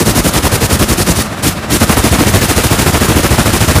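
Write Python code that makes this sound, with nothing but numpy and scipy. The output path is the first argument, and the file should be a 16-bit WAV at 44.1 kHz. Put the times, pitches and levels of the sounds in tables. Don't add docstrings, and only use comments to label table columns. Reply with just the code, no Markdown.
import sys
import numpy as np
from scipy import signal
from scipy.io import wavfile
from scipy.ndimage import uniform_filter1d

SR = 44100
rng = np.random.default_rng(int(sys.argv[2]) if len(sys.argv) > 2 else 0)


def transcribe(signal):
    frames = np.atleast_2d(signal).T
    limited = np.clip(frames, -1, 1)
    pcm = np.round(limited * 32767).astype(np.int16)
    wavfile.write(sys.argv[1], SR, pcm)


def natural_amplitude(level_db):
    exponent = np.asarray(level_db, float) / 20
    return 10 ** exponent


N = 167580

# valve opens in seconds, open for in seconds, hiss in dB, buffeting in dB.
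SLOW_PICKS = [(-0.038, 0.071, -18, -7), (0.056, 0.064, -17.5, -9), (0.15, 0.058, -17.0, -10),
              (0.24, 0.06, -17, -11.5), (0.333, 0.058, -17, -12.5), (0.426, 0.057, -17.7, -12),
              (0.517, 0.052, -17.5, -11.5), (0.606, 0.062, -18.5, -12.5), (0.697, 0.064, -17, -11),
              (0.791, 0.055, -16.5, -9.5), (0.882, 0.06, -17.8, -10), (0.974, 0.061, -18, -12.5),
              (1.064, 0.065, -16.5, -9), (1.155, 0.073, -18.5, -14), (1.429, 0.07, -15.6, -11.5),
              (1.704, 0.069, -16, -11.5), (1.801, 0.048, -16, -7.5)]
# valve opens in seconds, open for in seconds, hiss in dB, buffeting in dB.
FAST_PICKS = [(1.888, 0.051, -17.5, -11), (1.964, 0.043, -18, -10.8), (2.036, 0.047, -16, -11),
              (2.111, 0.054, -18.5, -11), (2.184, 0.057, -18.5, -10), (2.259, 0.047, -17.8, -11),
              (2.335, 0.047, -16.5, -6.5), (2.408, 0.053, -18, -12), (2.485, 0.043, -16.6, -11.5),
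              (2.558, 0.057, -18, -12.5), (2.633, 0.041, -17.5, -9.5), (2.707, 0.046, -17.5, -11.0),
              (2.783, 0.05, -17.0, -10.5), (2.858, 0.045, -17, -8.9), (2.93, 0.05, -18.5, -10.5),
              (3.005, 0.056, -18.5, -12.5), (3.081, 0.05, -18.0, -10.4), (3.154, 0.051, -18.5, -10),
              (3.228, 0.043, -18, -11), (3.303, 0.05, -18.5, -10.6), (3.378, 0.047, -18, -10),
              (3.452, 0.057, -19.5, -12), (3.527, 0.046, -17, -12.5), (3.602, 0.049, -18.5, -11.5),
              (3.676, 0.05, -17, -10.9), (3.75, 0.042, -17, -9)]
# frequency in Hz, density in dB per Hz.
HISS_SPECTRUM = [(300, -8), (700, -3.5), (1400, 0), (2500, -1.5), (4500, -1), (9300, -1.5), (12000, -23),
                 (15100, 12)]
# frequency in Hz, density in dB per Hz.
GUST_SPECTRUM = [(25, -42), (55, -0.5), (100, 1.5), (300, -3.5), (500, -13), (1200, -16.5), (2500, -23),
                 (6000, -41)]
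# time in seconds, extra roar in dB.
STREAM_AIM = [
    (0, -9.5),
    (.45, 4.5),
    (.7, 1),
    (.95, -4.5),
    (1.5, -10),
    (1.75, -5),
    (1.9, 4.5),
    (2.4, 1.5),
    (3.0, 3),
    (3.8, 5.5),
]
# lag in seconds, stretch in time as a ratio.
FRONT_PACES = [
    (.0205, 1.35),
    (.0008, 1),
]
# time in seconds, level in dB.
CLATTER_LEVEL = [
    (0, -32),
    (1.2, -42),
    (1.75, -36),
    (1.95, -22.5),
    (3.8, -25),
]
# frequency in Hz, density in dB per Hz.
DRONE_SPECTRUM = [(15, -62), (25, -9), (101, -7), (327, -16), (1770, -22), (2250, -26), (11500, -39),
                  (15100, -47)]
# frequency in Hz, width in Hz, level in dB.
MOTOR_TONES = [(100, 18, -33), (210, 15.4, -28.5), (588, 16, -33.5), (739, 7.2, -42), (1214, 130, -34),
               (1800, 15, -74)]

PACES = (SLOW_PICKS, FAST_PICKS)


def rms_one(x):
    return x / np.sqrt(np.mean(x ** 2) + 1e-20)


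def drift(rate_hz):
    step = 40
    r = np.exp(-2 * np.pi * rate_hz * step / SR)
    slow = signal.lfilter([1], [1, -2 * r, r * r], rng.standard_normal(N // step + 2002))
    slow = rms_one(slow[2000:])
    return np.interp(np.arange(N) / step, np.arange(len(slow)), slow)


def over_time(table):
    return np.interp(np.arange(N) / SR, *np.transpose(table))


def butter_pass(x, order, hz, kind):
    return signal.sosfilt(signal.butter(order, hz, kind, fs=SR, output="sos"), x)


def resonance(x, hz, width_hz):
    r = np.exp(-np.pi * width_hz / SR)
    zeros = np.array([1, 0, -1]) * (1 - r * r) / 2
    poles = [1, -2 * r * np.cos(2 * np.pi * hz / SR), r * r]
    return signal.lfilter(zeros, poles, x)


def colour(sources, spectrum, patchy_db, patch_hz):
    edges = 22 * 2 ** np.arange(0, 10, .5)
    hz, db = np.transpose(spectrum)
    out = 0
    for k, (low, high) in enumerate(zip(edges[:-1], edges[1:])):
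        band = butter_pass(sources[k % 2], 2, [low, high], "band")
        level = np.interp(np.log(low * high) / 2, np.log(hz), db)
        out = out + natural_amplitude(level + patchy_db * drift(patch_hz)) * band
    return rms_one(out)


def valve(column, lag, opening, closing, lead_db, shapes):
    lead_times = 0.0067, 0.032
    after_times = 0.041, 0.02
    t = np.arange(N) / SR
    out = np.zeros(N)
    for rows, lead_s, after_s, shape in zip(PACES, lead_times, after_times, shapes):
        peak_at, swell_db, after_db = shape
        for row in rows:
            start, length = row[:2]
            i = slice(max(0, int((start - .03) * SR)), int((start + length + .08) * SR))
            u = t[i] - start
            lead = natural_amplitude(lead_db) * np.clip(1 + u / lead_s, 0, 1)
            opened = np.clip(np.maximum((u - lag) / opening + .5, lead), 0, 1)
            shut = np.clip((length - u) / closing + .5, 0, 1)
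            after = natural_amplitude(after_db) * np.clip((length + after_s - u) / (2 * closing), 0, 1)
            swell = np.interp(u / length, [0, peak_at, 1], [-swell_db, 0, -swell_db])
            flow = np.maximum(shut * natural_amplitude(swell + swell_db / 2), after)
            out[i] = np.maximum(out[i], opened * natural_amplitude(row[column]) * flow)
    return out


def lingering(gain, seconds):
    r = np.exp(-1 / (seconds * SR))
    return signal.lfilter([1 - r], [1, -r], gain ** 2, zi=[np.mean(gain ** 2) * r])[0]


def jet():
    gain = valve(column=2, lag=0, opening=0.01, closing=0.0058, lead_db=-3.5,
                 shapes=[(0.73, 3.5, -12), (0.21, 3.5, -4.5)])
    drain = natural_amplitude(-9) ** 2 * lingering(gain, .012)
    hall_t60_s = .7
    hall = natural_amplitude(-21) ** 2 * lingering(gain, hall_t60_s / np.log(1e6))
    hiss = colour(rng.standard_normal((2, N)), HISS_SPECTRUM, patchy_db=-0.85, patch_hz=40.0)
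    hiss = hiss + natural_amplitude(-7) * resonance(hiss, 9450, 800)
    return natural_amplitude(2.15) * np.sqrt(gain ** 2 + drain + hall) * hiss * natural_amplitude(0.64 * drift(40.0))


def buffeting():
    eddies_per_s, spread_db = 900, 3.5
    even_s, even_share = 0.0347, 0.9
    roar_from_hz = 504
    gain = valve(column=3, lag=0.0022, opening=.007, closing=.011, lead_db=-10,
                 shapes=[(0.52, 6, -18), (0.27, 4, -18)])
    size = natural_amplitude(spread_db * np.minimum(rng.exponential(1, (2, N)), 4)) * rng.choice([-1, 1], (2, N))
    bursts = size * (rng.random((2, N)) < eddies_per_s / SR) + 1e-18
    eddies = colour(bursts, GUST_SPECTRUM, patchy_db=2.0, patch_hz=30.0)
    local_power = uniform_filter1d(eddies ** 2, int(even_s * SR))
    eddies = rms_one(eddies / local_power ** (even_share / 2))
    roar = butter_pass(eddies, 2, roar_from_hz, "high")
    body = butter_pass(eddies, 2, roar_from_hz, "low")
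    return gain * (body - natural_amplitude(over_time(STREAM_AIM)) * roar)


def front():
    swing_hz, sag_s, rise_s, die_s = 128, .027, .004, .016
    levels_db, spread_db = (-7, -1), 2
    out = np.zeros(N + SR)
    for rows, (lag, stretch), db in zip(PACES, FRONT_PACES, levels_db):
        rows = np.array(rows)
        u = np.arange(SR // 8) / SR / stretch
        swing = -np.sin(2 * np.pi * swing_hz * sag_s * (1 - np.exp(-u / sag_s)))
        swing = swing * (1 - np.exp(-u / rise_s)) * np.exp(-u / die_s)
        for row, luck in zip(rows, rng.standard_normal(len(rows))):
            i = int((row[0] + lag) * SR)
            if i > 0:
                level = db + row[3] - rows[:, 3].mean() + spread_db * luck
                out[i:i + len(u)] += natural_amplitude(level) * swing
    return out[:N]


def clatter():
    ticks_per_s, ring_cycles = 700, 8.1
    pitches = np.geomspace(509, 3370, 16)
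    ticks = natural_amplitude(2.0 * np.minimum(rng.exponential(1, N), 4)) * (rng.random(N) < ticks_per_s / SR)
    dealt = rng.integers(0, 16, N)
    rings = 0
    for k, hz in enumerate(pitches):
        struck = ticks * (dealt == k) + 1e-18
        rings = rings + resonance(struck, hz, hz / ring_cycles) / np.sqrt(hz)
    return natural_amplitude(over_time(CLATTER_LEVEL)) * rms_one(rings)


def drone():
    throb_hz, throb_db = 16, 3
    white = rng.standard_normal((2, N))
    throb = natural_amplitude(throb_db * np.sin(2 * np.pi * throb_hz * np.arange(N) / SR))
    tones = 0
    for hz, width_hz, db in MOTOR_TONES:
        tones = tones + natural_amplitude(db) * rms_one(resonance(white[0, ::-1], hz, width_hz))
    return natural_amplitude(-20) * throb * colour(white, DRONE_SPECTRUM, patchy_db=0.5, patch_hz=9.5) + tones


def scene():
    airborne = jet() + buffeting() + clatter() + drone()
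    return (butter_pass(airborne, 3, 48, "high") + front())[None, :]


def top_cut(x):
    return signal.sosfilt(signal.butter(12, 15220, fs=SR, output="sos"), x)


def record(dry):
    headroom = 1.09
    x = butter_pass(dry, 4, 37, "high")
    x = x / (1 + np.abs(x / headroom) ** 3) ** (1 / 3)
    x = signal.sosfilt(signal.cheby2(20, 60, 15600, fs=SR, output="sos"), x)
    return top_cut(x)


dry = scene()
out = record(dry)
transcribe(out)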